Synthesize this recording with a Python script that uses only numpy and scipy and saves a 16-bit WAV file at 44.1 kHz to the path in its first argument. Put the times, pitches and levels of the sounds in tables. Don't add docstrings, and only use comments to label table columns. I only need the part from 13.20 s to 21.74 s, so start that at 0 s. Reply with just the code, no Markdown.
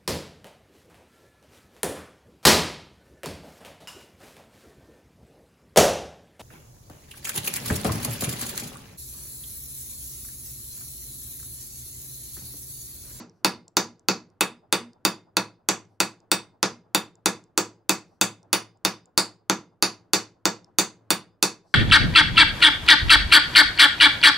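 import sys
import numpy as np
from scipy import signal
from scipy.fft import rfft, irfft, next_fast_len
from scipy.io import wavfile
from scipy.ndimage import uniform_filter1d, minimum_filter1d, map_coordinates

SR = 44100
rng = np.random.default_rng(int(sys.argv[2]) if len(sys.argv) > 2 else 0)


def bounce(signal):
    frames = np.transpose(np.atleast_2d(signal))
    limited = np.clip(frames, -1, 1)
    pcm = np.round(limited * 32767).astype(np.int16)
    wavfile.write(sys.argv[1], SR, pcm)


def gain_from_db(level_db):
    decades = np.asarray(level_db, float) / 20
    return 10 ** decades


N = 376613
SPAN = 32768
HZ = np.fft.rfftfreq(SPAN, 1 / SR)
T = np.arange(SPAN) / SR
FADE = np.clip(3 - 4 * T / T[-1], 0, 1)

# start in seconds, thump level in
# dB, clank level in dB, edge level in dB.
HAMMER_BLOWS = [(-0.096, 1, -11.5, -22.5),
                (0.246, -2.5, -14.5, -17.5), (0.568, -3, -15, -18), (0.885, -3, -15.5, -21),
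         (1.208, -4, -12.5, -18.5), (1.525, -4, -12, -18.5), (1.85, -3.5, -13.5, -18),
         (2.168, -5, -16.5, -18.5), (2.487, -5.5, -13, -19.5), (2.802, -4, -15, -18),
         (3.115, -5, -13, -16.5), (3.428, -4.5, -14, -22.5), (3.747, -5, -13, -17), (4.058, -3, -14.5, -18),
         (4.376, -4.5, -16, -18), (4.693, -5, -13.5, -17.5), (5.012, -4.5, -13.5, -16.5),
         (5.329, -5.5, -11.5, -17.5), (5.649, -5.5, -13, -19.5), (5.976, -5, -12.5, -16.5),
         (6.297, -2, -16.5, -21.5), (6.624, -6, -11.5, -18), (6.933, -4.5, -12, -18.5),
         (7.254, -4, -16.5, -19), (7.585, -4, -11.5, -17.5), (7.904, -5, -12, -17), (8.226, -4, -13.5, -17)]
# pitch in Hz, width in Hz, level in dB.
CONTACT = [(2970, 1600, -9.5), (4538, 390, 10), (6220, 1200, 9), (7830, 990, 7.5), (9960, 1400, 4),
           (14100, 11000, -8)]
# pitch in Hz, level in dB, t60 in seconds.
BRACKET = [(2606, -5, .11), (2972, -16, .14), (3445, -14, .13), (3575, -6, .16), (3623, -4, .15),
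           (3709, -8, .14), (3876, -10, .1), (4167, -13, .14), (4425, -9, .12), (4495, -8, .1),
           (4576, -7, .15), (4680, -11, .13), (4785, -4.5, .14)]
# pitch in Hz, level in dB, t60 in seconds.
HEAD = [(5216, -16, .13), (5717, -9, .17), (5860, -13, .13), (6490, -8, .1), (6912, -11, .14),
        (6988, -12, .14), (7160, -14, .14), (7560, -10, .12), (8000, -14, .09), (10290, -15, .1)]
# pitch in Hz, level in dB, t60 in seconds.
FACE = [(9173, -11, .21), (9240, -13, .18), (9100, -14, .17)]
# pitch in Hz, level in dB, t60 in seconds.
LINGER = [(110, -42, 0.75), (2119, -42, .42), (4930, -61, 1.5)]
# pitch in Hz, width in Hz, level in dB.
BENCH = [(185.3, 72, -5), (332.4, 57, -1), (767, 37, -3), (972, 10, -10.5), (1230, 97, -1), (1358, 93, -3),
         (1696, 33, 0), (1858, 540, -7)]
# pitch in Hz, width in Hz, level in dB.
PUSH = [(467, 64, 4), (974, 840, 3.5), (1880, 4500, -5)]
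# pitch in Hz, width in Hz, level in dB.
FLANK = [(150, 120, -17), (390, 340, -2), (960, 1100, 7)]
# frequency in Hz, level in dB.
REBOUND = [(300, -58), (500, -46), (850, -40), (1100, -50), (1600, -62), (3000, -100)]
# frequency in Hz, level in dB.
CLATTER = [(300, -9), (1000, 2), (2000, -0.5), (3200, 2), (5300, 1), (8000, -5), (12000, -16.5),
           (16000, -8)]
# left level in dB, right level in dB.
WALL_DB = [(0.5, -14), (-24, -12.5), (-10.5, -12.5), (-4.5, -3), (-14.5, -12), (-10, -18), (-12, -9),
           (-11.5, -18)]
WALL_S = [.0016, .0032, .0064, .0095, .0152, .02, .0285, .0305]
WALL_SIGN = [-1, 1, 1, 1, 1, 1, -1, 1]
# frequency in Hz, level in dB.
SIDEWAYS = [(100, -5.5), (400, -0.5), (1000, -2.5), (2500, -10.5), (5000, -20.5), (8000, -16), (14000, -11)]
# frequency in Hz, t60 in seconds.
ROOM_T60 = [(90, 0.53), (160, 0.22), (560, 0.24), (1470, 0.21), (3880, 0.21), (10200, 0.17), (16000, 0.099)]
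# frequency in Hz, tail over direct sound in dB.
ROOM_DB = [(80, 12.5), (250, 11), (1000, 5), (4000, -11), (8000, -12), (11000, -16.5), (15000, -5.5)]
# frequency in Hz, likeness from 0 to 1.
ROOM_ALIKE = [(100, 0.93), (300, 0.98), (1000, 1), (2500, 0.67), (5000, 0.8), (8000, 0.2), (14000, 0.34)]
# start in seconds, level in dB.
SHELF_HUMS = [(-.07, -44.5), (0.299, -52.5), (0.602, -47.5), (.92, -51), (1.25, -51.5), (1.571, -43),
              (3.46, -50.5)]
# frequency in Hz, level in dB per Hz.
RUMBLE = [(25, -6), (80, -4.5), (108, 5.5), (140, -8.5), (300, -2.5), (1500, -17.5), (2200, -30.5),
          (16000, -55.5)]
# start in seconds, peak level in dB, pitch in Hz.
TICKS = [(0.0963, -44, 5510), (0.4805, -34.5, 6100), (0.7948, -42, 7210), (1.1013, -51, 6870),
         (1.7328, -43, 4690), (2.652, -55.5, 5900), (3.003, -47.5, 5270), (3.9546, -47, 7050),
         (4.2394, -42.5, 5930), (5.23, -42.5, 5600), (5.573, -56.5, 7250), (5.857, -41.5, 7210),
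         (6.798, -54, 4560), (7.445, -40, 5330)]
# start in seconds, length in seconds, level in dB.
SLIDES = [(0.111, .12, -80), (2.66, .13, -83), (4.82, .19, -78.5), (8.43, 0.18, -71)]
# pitch in Hz, width in Hz, level in dB.
RUB = [(4500, 700, 0), (5900, 600, 1), (7700, 500, -6), (10500, 3000, -12)]
# frequency in Hz, level in dB.
MIC = [(20, -31), (80, 2), (200, -0.5), (12000, -2)]
# frequency in Hz, level in dB.
FRONT = [(15700, 0), (15900, -30), (16500, -50)]
# frequency in Hz, level in dB.
EDGE = [(20, -14), (50, -6), (100, 0), (16200, 0), (16900, -16), (17200, -70)]
# frequency in Hz, level in dB.
PORTS = [(20, 0), (60, 0), (100, -12), (300, -40)]

CLANK_REF_DB, EDGE_REF_DB = -13, -17
RING_DB, RING_PER_EDGE, TILT_PER_EDGE = 10, 0.6, 1.1
HEAD_DB, HEAD_PER_EDGE = 0.5, 0.27
FACE_DB, FACE_DB_PER_S = -8, 1.1
THUMP_DB = -1
BENCH_SCATTER_DB, STEEL_SCATTER_DB = 1.1, 1.3
SHELF_HZ, SHELF_S = 237, 0.135


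def unit(x):
    return x / np.sqrt(np.mean(np.abs(x) ** 2) + 1e-20)


def along(points, hz):
    f, v = np.transpose(points)
    return np.interp(np.log(hz + 1), np.log(f + 1), v)


def causal(db):
    c = irfft(db * np.log(10) / 20)
    c[1:len(c) // 2] *= 2
    c[len(c) // 2 + 1:] = 0
    return np.exp(rfft(c))


def coloured(x, points):
    m = next_fast_len(N + SR // 4) // 2 * 2
    return irfft(rfft(x, m) * causal(along(points, np.fft.rfftfreq(m, 1 / SR))), m)[:, :N]


def highpass(hz):
    return (1j * HZ / (1j * HZ + hz)) ** 2


def add(track, s, spectrum):
    track[:, round((s + 1) * SR):][:, :SPAN] += FADE * irfft(spectrum, SPAN)


def resonances(peaks, scatter_db):
    total = 0
    for k, (centre, width, db) in enumerate(peaks):
        gain = (-1) ** k * gain_from_db(db + scatter_db * rng.standard_normal())
        damping = 1j * HZ * width
        total = total + gain * damping / (centre ** 2 - HZ ** 2 + damping)
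    return total


def ringing(modes, scatter_db, detune, shorten, count=4):
    hz, db, t60 = np.transpose(modes)[:, :, None]
    luck = rng.standard_normal((4, len(hz), 1))
    t = T[:SPAN // count]
    decay = gain_from_db(db + scatter_db * luck[0] - 60 * t / (shorten * t60))
    ring = decay * np.sin(2 * np.pi * hz * (1 + detune * luck[1]) * t)
    beating = 1 + 0.55 * np.sin(2 * np.pi * 0.004 * hz * luck[2] * t + 2 * luck[3])
    onset = 1 - np.exp(-t / 0.0004)
    return rfft((ring * beating).sum(0) * onset * FADE[::count], SPAN)


def burst(t60):
    t = T[:512]
    x = rfft(rng.standard_normal(512) * gain_from_db(-60 * t / t60) * (1 - np.exp(-t / 0.0003)), SPAN)
    size = np.abs(x)
    flat = x / causal(20 * np.log10(size + 0.01 * size.max()))
    return rfft(irfft(flat) * gain_from_db(-60 * T / 0.06))


def tail():
    half = SPAN // 2
    hz, t, z = signal.stft(rng.standard_normal((2, half)), SR, nperseg=256)
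    fall_db = -60 * t / along(ROOM_T60, hz)[:, None]
    beyond_db = 0.6 * fall_db - 27 - hz[:, None] / 900
    noise = signal.istft(z * (gain_from_db(fall_db) + gain_from_db(beyond_db)), SR, nperseg=256)[1][:, :half]
    noise = noise * (1 - np.exp(-T[:half] / 0.003))
    spectrum = rfft(noise / np.linalg.norm(noise[0]), SPAN)
    turn = np.arccos(np.clip(along(ROOM_ALIKE, HZ), -1, 1)) / 2
    mid, side = spectrum * causal(along(ROOM_DB, HZ)) * [np.cos(turn), np.sin(turn)]
    return np.array([mid + side, mid - side])


def walls():
    dull = 1 / (1 + 1j * HZ / 2000) ** 2
    echoes = 0
    for s, sign, db in zip(WALL_S, WALL_SIGN, WALL_DB):
        echoes = echoes + sign * gain_from_db(db)[:, None] * np.exp(-2j * np.pi * HZ * s)
    scatter = burst(t60=0.0026) * causal(along(SIDEWAYS, HZ)) * [[1], [-1]]
    return 1 + dull * echoes + scatter


def struck_steel(s, lost_db):
    bracket = ringing(BRACKET, STEEL_SCATTER_DB, detune=0.00062, shorten=0.5)
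    head = ringing(HEAD, STEEL_SCATTER_DB, detune=0.0016, shorten=0.53)
    face = ringing(FACE, STEEL_SCATTER_DB, detune=0.0023, shorten=0.7)
    head = gain_from_db(HEAD_DB + HEAD_PER_EDGE * lost_db) * head
    face = gain_from_db(FACE_DB + FACE_DB_PER_S * s + lost_db) * face
    return gain_from_db(RING_DB + RING_PER_EDGE * lost_db - 24.5) * (bracket + head + face)


def lingering():
    middle, side = (ringing(LINGER, scatter_db=3, detune=0.0005, shorten=0.9, count=2) for _ in range(2))
    return gain_from_db(-10) * (middle + 0.4 * side * [[1], [-1]])


def rebound():
    puff = rng.standard_normal((2, SPAN)) * np.exp(-((T - 0.235) / 0.02) ** 2)
    knock = rfft(puff[0] + 3.6 * puff) * gain_from_db(along(REBOUND, HZ))
    return gain_from_db(-19 + 3.5 * rng.standard_normal()) * knock


def hammer():
    track = np.zeros((2, N + 2 * SR))
    same, near, rattle = tail(), walls(), tail()
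    shift = np.clip(0.45 + 0.06 * np.log2(HZ / 1000 + 0.12), 0, 0.95)
    late = np.exp(-2j * np.pi * HZ * 0.00013) * [[1], [-1]]
    smear = burst(t60=0.0034)
    small, thin = highpass(110), highpass(900)
    clatter = thin * gain_from_db(13) * causal(along(CLATTER, HZ))
    for s, thump_db, clank_db, edge_db in HAMMER_BLOWS:
        force = gain_from_db(clank_db - CLANK_REF_DB)
        lost_db = edge_db - EDGE_REF_DB
        crack = resonances(CONTACT, scatter_db=1.02) * (smear + 0.75 * burst(t60=0.0018)) * thin
        crack = force * gain_from_db(17.5) * crack
        steel = force * struck_steel(s, lost_db)
        thump = gain_from_db(THUMP_DB + thump_db)
        bench = gain_from_db(28) * resonances(BENCH, BENCH_SCATTER_DB) + gain_from_db(22) * resonances(PUSH, BENCH_SCATTER_DB)
        bench = thump * bench
        flank = thump * gain_from_db(3.5) * resonances(FLANK, scatter_db=3) * late
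        bright = causal(TILT_PER_EDGE * lost_db * np.log2(np.maximum(HZ / 4000, 1)))
        fresh = tail()
        room, rattled = (np.sqrt(1 - shift ** 2) * old + shift * fresh for old in (same, rattle))
        close = (crack + steel + bench) * near + flank
        far = (crack + steel + gain_from_db(-9) * (bench + flank)) * room + force * clatter * rattled
        add(track, s + 0.0006, (close + far) * small * bright + lingering())
        add(track, s, rebound())
    return track[:, SR:SR + N]


def shelf():
    t = np.arange(N) / SR
    swell = 0
    for s, db in SHELF_HUMS:
        middle = s + SHELF_S / 2
        swell = swell + gain_from_db(db) * np.exp(-((t - middle) / SHELF_S * 2) ** 4)
    return swell * np.sin(2 * np.pi * SHELF_HZ * t)


def workshop_air():
    noise = rng.standard_normal((3, N))
    swell_db = 2 * map_coordinates(rng.standard_normal(60), [np.linspace(0, 59, N)])
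    return gain_from_db(-67) * gain_from_db(swell_db) * unit(coloured(noise[0] + 0.49 * noise[1:], RUMBLE))


def loose_clip():
    track = np.zeros((2, N + 2 * SR))
    heard = highpass(3000) * (1 + gain_from_db(-11.5) * tail())
    for s, db, hz in TICKS:
        modes = [(hz, -3, .007), (4600, -6, .005), (5400, -4, .006),
                 (7300, 0, .005), (5950, -4, .006), (8300, -8, .004)]
        tick = ringing(modes, scatter_db=1.5, detune=0.018, shorten=0.94, count=32)
        add(track, s, gain_from_db(db + 2) * tick * heard)
    return track[:, SR:SR + N]


def creep():
    track = np.zeros((2, N + 2 * SR))
    for s, length, db in SLIDES:
        noise = rng.standard_normal((2, SPAN))
        rub = unit(irfft(rfft(noise[0] + 0.6 * noise) * resonances(RUB, STEEL_SCATTER_DB)))
        swell = np.sin(np.pi * np.clip(T / length, 0, 1))
        add(track, s, rfft(gain_from_db(db) * rub * swell))
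    return track[:, SR:SR + N]


def scene():
    pan = gain_from_db([[-0.3], [0.3]])
    return pan * (hammer() + shelf() + loose_clip() + creep()) + workshop_air()


def low_pass(x):
    return signal.sosfilt(signal.butter(12, 17140, fs=SR, output="sos"), x)


def record(dry):
    x = coloured(dry, MIC + FRONT)
    x = x / (1 + np.abs(x / 0.44) ** 4) ** (1 / 4)
    coming = -minimum_filter1d(-np.abs(x), size=193, origin=-96)
    noise = rng.standard_normal(N) + 0.3 * rng.standard_normal(x.shape)
    hiss = coloured(noise, [(2000, -33), (4000, -12.5), (15500, -15), (16000, -37)])
    x = x + gain_from_db(-42) * uniform_filter1d(coming, size=64) * hiss
    stirring = gain_from_db(-81) * unit(coloured(rng.standard_normal(x.shape), PORTS))
    return low_pass(coloured(x, EDGE) + stirring)


dry = scene()
out = record(dry)
bounce(out)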